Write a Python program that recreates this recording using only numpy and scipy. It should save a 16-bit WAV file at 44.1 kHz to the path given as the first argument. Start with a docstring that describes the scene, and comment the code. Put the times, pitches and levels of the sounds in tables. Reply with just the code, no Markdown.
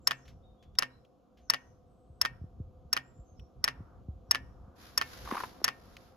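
"""A solenoid fuel pump on a steel frame ticks outdoors: struck modes and contact noise as its plunger slams in,
springs back 37 ms later and bounces each time. The frame rings faintly as decaying sines; a noise tail gives the yard's echo.
Near the end filtered noise makes a sleeve rustle, and noise with squeaks a boot creak in the snow, as someone reaches
for the fuel hose. Sagging low tones are bumps of a hand on the microphones; small ticks come from hose and wires.
Behind lie echoed whistles of far birds, a soft far rush, low air rumble and a hum of noise and wavering tones."""
import sys
import numpy as np
from scipy import signal
from scipy.fft import rfft, irfft, next_fast_len
from scipy.io import wavfile
from scipy.ndimage import map_coordinates

SR = 44100
rng = np.random.default_rng(int(sys.argv[2]) if len(sys.argv) > 2 else 0)


def log_audio(samples):
    """Write samples as a 16-bit WAV file to the path given in sys.argv[1]."""
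    # one column per channel
    frames = np.atleast_2d(samples).T
    # limit to full scale, then quantise
    limited = np.clip(frames, -1, 1)
    pcm = np.round(limited * 32767).astype(np.int16)
    wavfile.write(sys.argv[1], SR, pcm)


N = 271656  # length in samples


def amp(db):
    """Amplitude ratio: 20 dB is a factor of ten."""
    return 10 ** (np.asarray(db) / 20)


def unit(x):
    """Normalisation to an rms value of 1."""
    return x / np.sqrt(np.mean(x ** 2) + 1e-20)


def along(points, hz):
    """Interpolation of (frequency_hz, value) points on a logarithmic frequency axis."""
    f, v = np.transpose(points)
    return np.interp(np.log(hz + 1), np.log(f + 1), v)


def curves(rows):
    """Linear interpolation in time: one value per sample for each column after the time."""
    s, *columns = np.transpose(rows)
    return [np.interp(np.arange(N) / SR, s, column) for column in columns]


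def wobble(rate):
    """Random modulation: a smooth curve through rate random knots a second."""
    knots = rng.standard_normal(int(N * rate / SR) + 4)
    return map_coordinates(knots, [np.arange(N) * rate / SR])


def filtered(x, response):
    """Linear filtering: the spectrum of x times a response of frequency."""
    m = next_fast_len(x.shape[-1] + SR // 10)
    spectrum = rfft(x, m) * response(np.fft.rfftfreq(m, 1 / SR))
    return irfft(spectrum, m)[..., :x.shape[-1]]


def noise(spectrum, alike, size=N):
    """Partly coherent stereo noise of rms 1; alike sets the correlation of left and right."""
    mid, side = filtered(rng.standard_normal((2, size)), lambda hz: amp(along(spectrum, hz)))
    turn = np.arccos(np.clip(alike, 0, 1)) / 2
    return unit(np.cos(turn) * mid + np.sin(turn) * np.array([side, -side]))


def panned(db):
    """Interaural level difference: left and right gains db apart."""
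    return amp([[db / 2], [-db / 2]])


def fade(t, attack, t60):
    """Exponential decay by 60 dB in t60 after a quick rise, silent before t = 0."""
    t = np.maximum(t, 0)
    return (1 - np.exp(-t / attack)) * np.exp(-np.log(1000) * t / t60)


def add(track, s, sound):
    """Superposition: mix a sound into the track at s seconds."""
    part = track[:, max(round(s * SR), 0):][:, :sound.shape[-1]]
    part += sound[..., :part.shape[1]]


def scattered(from_s, to_s, db, count):
    """Stratified random events: one (start_s, level_db) in each equal slot, within 5 dB of db."""
    place, size = rng.random((count, 2)).T
    start_s = from_s + (to_s - from_s) * (np.arange(count) + place) / count
    return np.transpose([start_s, db + 10 * (size - .5)])


# strokes of the pump, timed where the plunger hits its stop: start_s, level_db, left_over_right_db
STROKES = [(0.0728, -7, 3), (0.7868, -8, 3), (1.4997, -8, 3.5), (2.214, -10, 4), (2.9295, -10, 4),
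           (3.6414, -9, 3), (4.3109, -8, 3), (4.9767, -9, 3), (5.643, -5, 2.5)]
# the coil lets go after a set time and the spring throws the plunger back at one fixed level
RETURN_AFTER_S, RETURN_DB, RETURN_SIDE_DB = .0369, -15, 2.5


def landings():
    """Driven pull and spring return: both blows of every stroke, as rows like STROKES."""
    returns = [(s + RETURN_AFTER_S, RETURN_DB, RETURN_SIDE_DB) for s, _, _ in STROKES]
    return STROKES, returns


# modes of the pump body: pitch_hz, t60_s, pull_level_db, return_level_db, left_over_right_db
BODY = [(1087, .009, -12.5, -7, -0.5), (1427, 0.0074, -7, 0, -9.5), (1950, 0.018, -24.5, -10, 5.5),
        (2450, 0.023, -28.5, -14.5, 1), (2564, 0.0055, -34.5, -11.5, 1.5), (2885, 0.014, -33, -10, 4),
        (3247, 0.0041, -29.5, -10, 9.5), (4350, 0.0047, -5, -21.5, 2.5), (4740, 0.0071, -13, -12, 3),
        (5232, 0.0054, 4, -15, 1), (5621, 0.023, -8.5, -23, -0.5), (6930, 0.0065, -14.5, -22.5, -4.5),
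        (9490, 0.0092, -18.5, -26, -5), (10430, 0.01, -18, -26, -4.5), (11430, .006, -10, -25, -1),
        (13800, .005, -12.5, -26, -4.5)]
# spread of each mode from contact to contact: strength (dB) and pitch (share)
STROKE_SCATTER_DB, STROKE_STRAY = 1.5, .006


def body_ring(t, mode_db, attack):
    """Modal synthesis: a contact excites damped sines, each with its own left-right balance."""
    ring = np.zeros((2, len(t)))
    for k, ((hz, t60, _, _, side_db), db) in enumerate(zip(BODY, mode_db)):
        strength = amp(db + STROKE_SCATTER_DB * rng.standard_normal()) * panned(side_db)
        pitch = hz * (1 + STROKE_STRAY * rng.standard_normal())
        polarity = (-1) ** k
        ring += polarity * strength * np.sin(2 * np.pi * pitch * t) * fade(t, attack, t60)
    return ring


# chatter of the hose clamps and bracket: frequency_hz, level_db_per_hz
CLAMPS = [(150, -12), (600, 0.5), (1200, -1), (1850, 3), (2250, -4.5), (2800, 0), (4000, -13.5),
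          (5300, -7.5), (6500, -18.5), (8500, -27), (11500, -26.5), (16000, -39.5)]
CONTACT_RISE_S = .0002  # build-up of the contact noise
GRIP_S = 5.55  # the moment when fingers close on the hose


def blows(events, mode_db, crack_colour, attack, ring_db, crack_db, crack_t60,
          bounce, chatter_db, chatter_t60, grip_db):
    """Impact and rebound: the plunger lands, bounces once and sets the clamps chattering."""
    track, t = np.zeros((2, N)), np.arange(SR // 10) / SR
    bounce_s, bounce_db = bounce
    # grain shared by all strokes, so that they sound nearly alike
    grit = noise(crack_colour, alike=0.87, size=len(t))
    for s, db, side_db in events:
        late = t - bounce_s * (1 + 0.025 * rng.standard_normal())
        ring = body_ring(t, mode_db, attack) + amp(bounce_db) * body_ring(late, mode_db, attack)
        ring *= amp(ring_db + grip_db * (s > GRIP_S))  # the grip alters the ring
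        first = fade(t, CONTACT_RISE_S, crack_t60)
        rebound = amp(bounce_db) * fade(late, CONTACT_RISE_S, crack_t60)
        fresh = noise(crack_colour, alike=1.0, size=len(t))
        crack = amp(crack_db) * (first + rebound) * unit(grit + 0.59 * fresh)
        rattle = noise(CLAMPS, alike=0.28, size=len(t))
        chatter = amp(chatter_db) * fade(t, 0.0032, chatter_t60) * rattle
        add(track, s, amp(db) * panned(side_db) * (ring + crack + chatter))
    return track


# contact noise of the two blows: frequency_hz, level_db_per_hz
PULL_CRACK = [(100, -21.5), (600, -10.5), (1200, -0.5), (3000, -4.5), (5200, 2.5), (7000, 2), (8500, -7.5),
              (11500, -4.5), (13800, -7.5), (15200, -19), (16500, -26.5)]
RETURN_CRACK = [(100, -14), (600, -11.5), (1200, 5), (3000, 4), (4100, -2), (5300, -2), (8300, -19),
                (11000, -22.5), (14000, -21), (16500, -27.5)]
# phase of the left channel ahead of the right: frequency_hz, lead_rad
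LEAD = [(300, 4), (1100, 0), (1500, 3.5), (1900, 0.78), (3000, 1.29), (5000, 0.5), (5600, 2), (7500, -2.5),
        (11400, -6), (16000, -9.5)]
# the plunger's rebound after each blow: delay_s, level_db
PULL_BOUNCE, RETURN_BOUNCE = (.0039, -7), (.0074, -6)
PULL_RISE_S, RETURN_RISE_S = .0008, .0001  # build-up of the body's ring


def pump():
    """Spectrum follows excitation: a bright tick as the coil pulls, a duller tock as the spring returns."""
    _, _, pull_db, return_db, _ = np.transpose(BODY)
    pulls, returns = landings()
    # the grip damps the tick and leaves the tock almost unchanged
    tick = blows(pulls, pull_db, PULL_CRACK, attack=PULL_RISE_S, ring_db=2.5,
                 crack_db=-11.5, crack_t60=0.015, bounce=PULL_BOUNCE,
                 chatter_db=-29.0, chatter_t60=0.14, grip_db=-4.5)
    tock = blows(returns, return_db, RETURN_CRACK, attack=RETURN_RISE_S, ring_db=-0.5,
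                 crack_db=-8, crack_t60=0.012, bounce=RETURN_BOUNCE,
                 chatter_db=-17.5, chatter_t60=.09, grip_db=0.5)
    # half the phase difference goes to each side
    return filtered(tick + tock, lambda hz: np.exp(.5j * along(LEAD, hz) * [[1], [-1]]))


# modes of the steel frame under the pump: pitch_hz, level_db, t60_s
FRAME = [(129.7, -9, 0.58), (260.1, -10, 0.33), (953, -19, 0.44), (1097, -17.5, 0.23), (1643.4, -3, 0.077),
         (1810, 13, 0.1), (1854, -7.5, 0.27), (2220, -2.5, .15), (2400, -9.5, .19), (2534, -6, 0.09),
         (2544, -6, 0.077), (2660, -5, 0.13), (2737, -12, 0.16), (3295, -23, 0.12)]
# spread of the loose frame's modes from blow to blow: pitch (share) and strength (dB)
FRAME_STRAY, FRAME_SCATTER_DB = .01, 3


def frame(pull_db, return_db):
    """Structure-borne sound: every blow leaks through the rubber mount and rings the frame's modes."""
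    track, t = np.zeros((2, N)), np.arange(SR // 3) / SR
    hz, mode_db, t60 = np.transpose(FRAME)[:, :, None]
    decays = amp(mode_db) * fade(t, 0.008, t60)
    for events, leak_db in zip(landings(), (pull_db, return_db)):
        for s, db, _ in events:
            pitch = hz * (1 + FRAME_STRAY * rng.standard_normal(hz.shape))
            modes = decays * np.sin(2 * np.pi * pitch * t)
            scatter_db = FRAME_SCATTER_DB * rng.standard_normal((2, len(FRAME)))
            add(track, s, amp(db + leak_db + scatter_db) @ modes)
    return track


# decay of the yard's echo: frequency_hz, t60_s
YARD_T60 = [(200, 2.5), (1200, 0.5144), (2800, 0.3641), (5500, 0.79), (12000, 0.9)]
# colour of the yard's echo: frequency_hz, level_db
YARD_COLOUR = [(200, 7), (1200, 4), (2700, 5), (5400, -18.5), (8000, -14.5), (12000, -13.5)]


def yard(x):
    """Diffuse reverberation: scattered echoes as noise whose decay time depends on frequency."""
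    hz, t, z = signal.stft(rng.standard_normal((2, SR // 2)), SR, nperseg=256)
    decay = fade(t, 0.01, along(YARD_T60, hz)[:, None])
    _, tail = signal.istft(z * decay, SR, nperseg=256)
    tail = filtered(tail / np.linalg.norm(tail[0]), lambda f: amp(along(YARD_COLOUR, f)))
    return signal.fftconvolve(x, tail, axes=1)[:, :N]


# hard slips of the boot on packed snow: start_s, level_db, t60_s
CREAKS = [(5.311, -27, .035), (5.335, -29, .03), (5.352, -27, 0.023), (5.368, -29, 0.043),
          (5.403, -33, 0.051), (5.435, -26.5, 0.044)]
# crunch of the snow: frequency_hz, level_db_per_hz
SNOW = [(180, -31), (300, -5), (637, -13.5), (898, 2), (1210, -1), (2650, -17.5), (5260, -32),
        (7920, -47.5), (9960, -28.5), (12900, -36.5), (15000, -46.5)]
# further slips fill the time while the weight comes on; SLIP_DB is their middle level
TREAD_FROM_S, TREAD_TO_S, SLIP_DB, SLIP_T60_S = 5.25, 5.41, -34.5, 0.026


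def creak(attack, squeak_hz, squeak_db):
    """Stick-slip: packed snow gives way in uneven slips, each a short squeak in crunchy noise."""
    t = np.arange(N) / SR
    crunch, track = noise(SNOW, alike=0.71), np.zeros((2, N))
    filling = scattered(TREAD_FROM_S, TREAD_TO_S, SLIP_DB, count=10)
    slips = list(CREAKS) + [(s, db, SLIP_T60_S) for s, db in filling]
    for s, db, t60 in slips:
        pitch = squeak_hz * (1 + 0.059 * rng.standard_normal())
        squeak = np.sin(2 * np.pi * pitch * (t - s))
        track += amp(db) * fade(t - s, attack, t60) * (crunch + amp(squeak_db) * squeak)
    return track


# slides of the sleeve as the arm reaches out: start_s, length_s, final_level_db
SLIDES = [(4.75, 0.12, -54.5), (4.985, 0.42, -47.5), (5.574, .45, -63)]
# jacket cloth: frequency_hz, level_db_per_hz
CLOTH = [(120, -4.5), (250, -11), (800, -7), (1600, -4), (2400, -11), (5100, -8.5), (7100, -17),
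         (8700, -40), (10000, -15.5), (13800, -17.5), (15500, -44.5)]
# a slide starts softly, grows as the arm speeds up and dies away when it stops
SLIDE_ATTACK_S, SLIDE_SWELL_DB_PER_S, SLIDE_RELEASE_T60_S = 0.062, 23, 0.59


def sleeve(grain_db, uneven_db):
    """Friction noise: jacket cloth slides over itself unevenly, with a fine grain."""
    t, rubbing = np.arange(N) / SR, np.zeros(N)
    for s, length, db in SLIDES:
        to_go = s + length - t
        onset = np.clip((t - s) / SLIDE_ATTACK_S, 0, 1)
        swell = amp(db - SLIDE_SWELL_DB_PER_S * np.clip(to_go, 0, length))
        release = np.exp(np.log(1000) * np.minimum(to_go, 0) / SLIDE_RELEASE_T60_S)
        rubbing += onset * swell * release
    texture_db = grain_db * wobble(210) + uneven_db * wobble(14)
    return rubbing * unit(noise(CLOTH, alike=0.13) * amp(texture_db))


# firm bumps of the hand on the microphones: start_s, level_db, nominal_pitch_hz
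BUMPS = [(2.414, -29, 72.5), (2.44, -29, 92), (2.601, -25, 94), (2.853, -39, 77), (3.191, -34.5, 57.2),
         (3.804, -31, 106), (4.085, -24.5, 76.4), (4.678, -39, 78), (5.322, -20, 250), (5.603, -41, 600),
         (5.616, -30.5, 377)]
# in between, the fingers shift their grip in light nudges; NUDGE_DB is their middle level
FIDGET_FROM_S, FIDGET_TO_S, NUDGE_DB, NUDGE_HZ = 2.0, 4.8, -43.5, 70


def bumps(cycles, sag):
    """Damped oscillation: knocks and nudges as a few cycles whose pitch sags; cycles is the 60 dB decay."""
    track, t = np.zeros((2, N)), np.arange(SR // 5) / SR
    light = scattered(FIDGET_FROM_S, FIDGET_TO_S, NUDGE_DB, count=14)
    nudges = [(s, db, NUDGE_HZ) for s, db in light]
    for s, db, hz in list(BUMPS) + nudges:
        turns = t * hz  # time in nominal cycles
        pitch = hz * (0.89 + sag * np.exp(-turns / 0.29))
        phase = 2 * np.pi * np.cumsum(pitch) / SR
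        add(track, s, amp(db) * np.sin(phase) * fade(turns, 0.42, cycles))
    return track


# small ticks and scuffs of hose and wires: start_s, level_db, t60_s, plug_knock_over_scuff_db
TICKS = [(.253, -64, 0.12, -14.5), (.278, -57.5, 0.14, -15.5), (0.625, -63.5, 0.11, -14.5),
         (.752, -57, 0.028, -20.5), (1.048, -68.5, 0.041, 2), (1.372, -68.5, 0.23, -15.5),
         (3.395, -61, 0.024, 9.5), (5.967, -38.5, 0.017, -9.5)]
# the scuff: frequency_hz, level_db_per_hz
TICK_COLOUR = [(400, -28), (1500, 5.5), (3000, 7.5), (7000, -3.5), (8500, -19.5), (12000, -10),
               (16000, -26)]
# the knock of the plastic plug: frequency_hz, level_db_per_hz
PLUG = [(2000, -30.5), (2700, -0.5), (3300, -0.5), (4200, -29)]


def ticks():
    """Transient contact noise: hose and wires shift against the frame; in a few the plug's knock dominates."""
    t, track = np.arange(N) / SR, np.zeros((2, N))
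    scuff, knock = noise(TICK_COLOUR, alike=1.0), noise(PLUG, alike=.8)
    for s, db, t60, knock_db in TICKS:
        track += amp(db) * fade(t - s, 0.00085, t60) * (scuff + amp(knock_db) * knock)
    return track


# phrases of four notes: start_s, time_to_last_note_s, first_pitch_hz, last_pitch_hz, level_db
# (pitches before the scatter, scoop and warble)
PHRASES = [(0.0, 0.2, 7470, 5595, -68.5), (0.409, 0.47, 3664, 3846, -71), (1.4, 0.23, 6460, 6220, -74),
           (1.847, .26, 8170, 8080, -83), (3.015, .33, 7580, 5470, -70.5)]
NOTE_S, NOTE_SCATTER = .08, .025  # length of a note; spread of its pitch (share)
FAR_T60_S = .35  # the birds' echo among the trees


def bird(scoop, echo_t60):
    """Frequency modulation and scattering: warbling runs in widening pitch steps, heard only as echoes."""
    track, t = np.zeros((2, N)), np.arange(SR // 4) / SR
    shape = np.sin(np.pi * np.minimum(t / NOTE_S, 1))
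    for s, length, first_hz, last_hz, db in PHRASES:
        warble = .02 * wobble(160)
        stray = 1 + NOTE_SCATTER * rng.standard_normal(4)
        for progress, off in zip(np.linspace(0, 1, len(stray)), stray):
            after = progress * length
            hz = off * (first_hz + (last_hz - first_hz) * progress ** 2)
            # each note scoops up from below
            bend = 1 - scoop * np.exp(-3 * t / NOTE_S) + warble[round(after * SR):][:len(t)]
            whistle = np.sin(2 * np.pi * np.cumsum(hz * bend) / SR)
            add(track, s + after, amp(db) * shape * whistle)
    echoes = rng.standard_normal((2, len(t))) * fade(t, .002, echo_t60)
    return signal.fftconvolve(track, echoes / np.linalg.norm(echoes[0]), axes=1)[:, :N]


# swells of a soft far rush: start_s, length_s, top_level_db
SWELLS = [(3.596, 0.44, -65.5), (4.249, 2.2, -66.5)]
# colour of the rush: frequency_hz, level_db_per_hz
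WASH_COLOUR = [(300, -9), (800, -5.5), (1350, -4), (1900, -24), (5000, -52)]


def wash():
    """Amplitude-modulated noise: a dull, distant rush comes and goes in the second half."""
    t, level = np.arange(N) / SR, np.zeros(N)
    for s, length, db in SWELLS:
        arch = np.sin(np.pi * np.clip((t - s) / length, 0, 1))
        level += amp(db) * np.sqrt(np.abs(arch))
    return level * noise(WASH_COLOUR, alike=0.54)


# course of the air rumble, before its offset and flutter: time_s, level_db
AIR = [(0.0, -61), (1.25, -72), (2.56, -53.5), (2.8, -62), (4.05, -58), (6.16, -63)]
# colour of the rumble: frequency_hz, level_db_per_hz
RUMBLE = [(12, -44), (20, -18.5), (54, 1), (75, 1), (208, -15), (323, -25), (400, -21), (520, -57.5),
          (880, -120)]
GUST_DB, GUSTS_PER_S = 4.5, 12  # depth and pace of the rumble's flutter
# course of the hum, with the sleeve's low rub swelling near 5.3 s, before its offset: time_s, level_db
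HUM_AND_RUB = [(0.0, -67.5), (1.11, -70), (4.97, -66), (5.3, -59), (6.16, -66.5)]
# colour shared by the hum and the low rub: frequency_hz, level_db_per_hz
HUM = [(120, -28.5), (200, -11), (456, -20.5), (519, -11), (590, -25), (722, -14), (851, -30), (1210, -27),
       (1840, -49.5), (3250, -45), (5420, -51), (6880, -49.5), (8740, -66), (11500, -53), (16000, -70.5)]
# tones in the hum, before their offset and wavering: pitch_hz, level_db
HUM_LINES = [(490, -77.5), (511, -75), (725, -81)]


def background(rumble_db, hum_db, lines_db):
    """Broadband and tonal noise: light air, a faint machine hum with wavering tones, the sleeve's low rub."""
    (air_db,), (hum_and_rub_db,) = curves(AIR), curves(HUM_AND_RUB)
    t = np.arange(N) / SR
    gusts_db = GUST_DB * wobble(GUSTS_PER_S)
    rumble = amp(air_db + rumble_db + gusts_db) * noise(RUMBLE, alike=.88)
    hum_and_rub = amp(hum_and_rub_db + hum_db) * noise(HUM, alike=0.6)
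    lines = np.zeros(N)
    for hz, db in HUM_LINES:
        strength = amp(db + lines_db + 3.3 * wobble(6.5))
        lines += strength * np.sin(2 * np.pi * hz * t + 2.4 * wobble(12))
    return rumble + hum_and_rub + lines


def scene():
    """Superposition of sources: pump and frame in the yard, the person beside them, the outdoors behind."""
    ticking = pump() + frame(pull_db=-39.5, return_db=-28.5)
    near = ticking + creak(attack=0.0016, squeak_hz=1097, squeak_db=-2.5) + ticks()
    person = bumps(cycles=8.1, sag=2.94) + sleeve(grain_db=1.5, uneven_db=1)
    outdoors = background(rumble_db=1.5, hum_db=4, lines_db=-0.5)
    outdoors = outdoors + wash() + bird(scoop=.06, echo_t60=FAR_T60_S)
    return near + amp(-26.5) * yard(near) + person + outdoors


TOP_HZ = 16650  # upper band limit


def record(dry):
    """Band limiting: nothing at or above TOP_HZ passes."""
    return filtered(dry, lambda hz: hz < TOP_HZ)


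dry = scene()
out = record(dry)
log_audio(out)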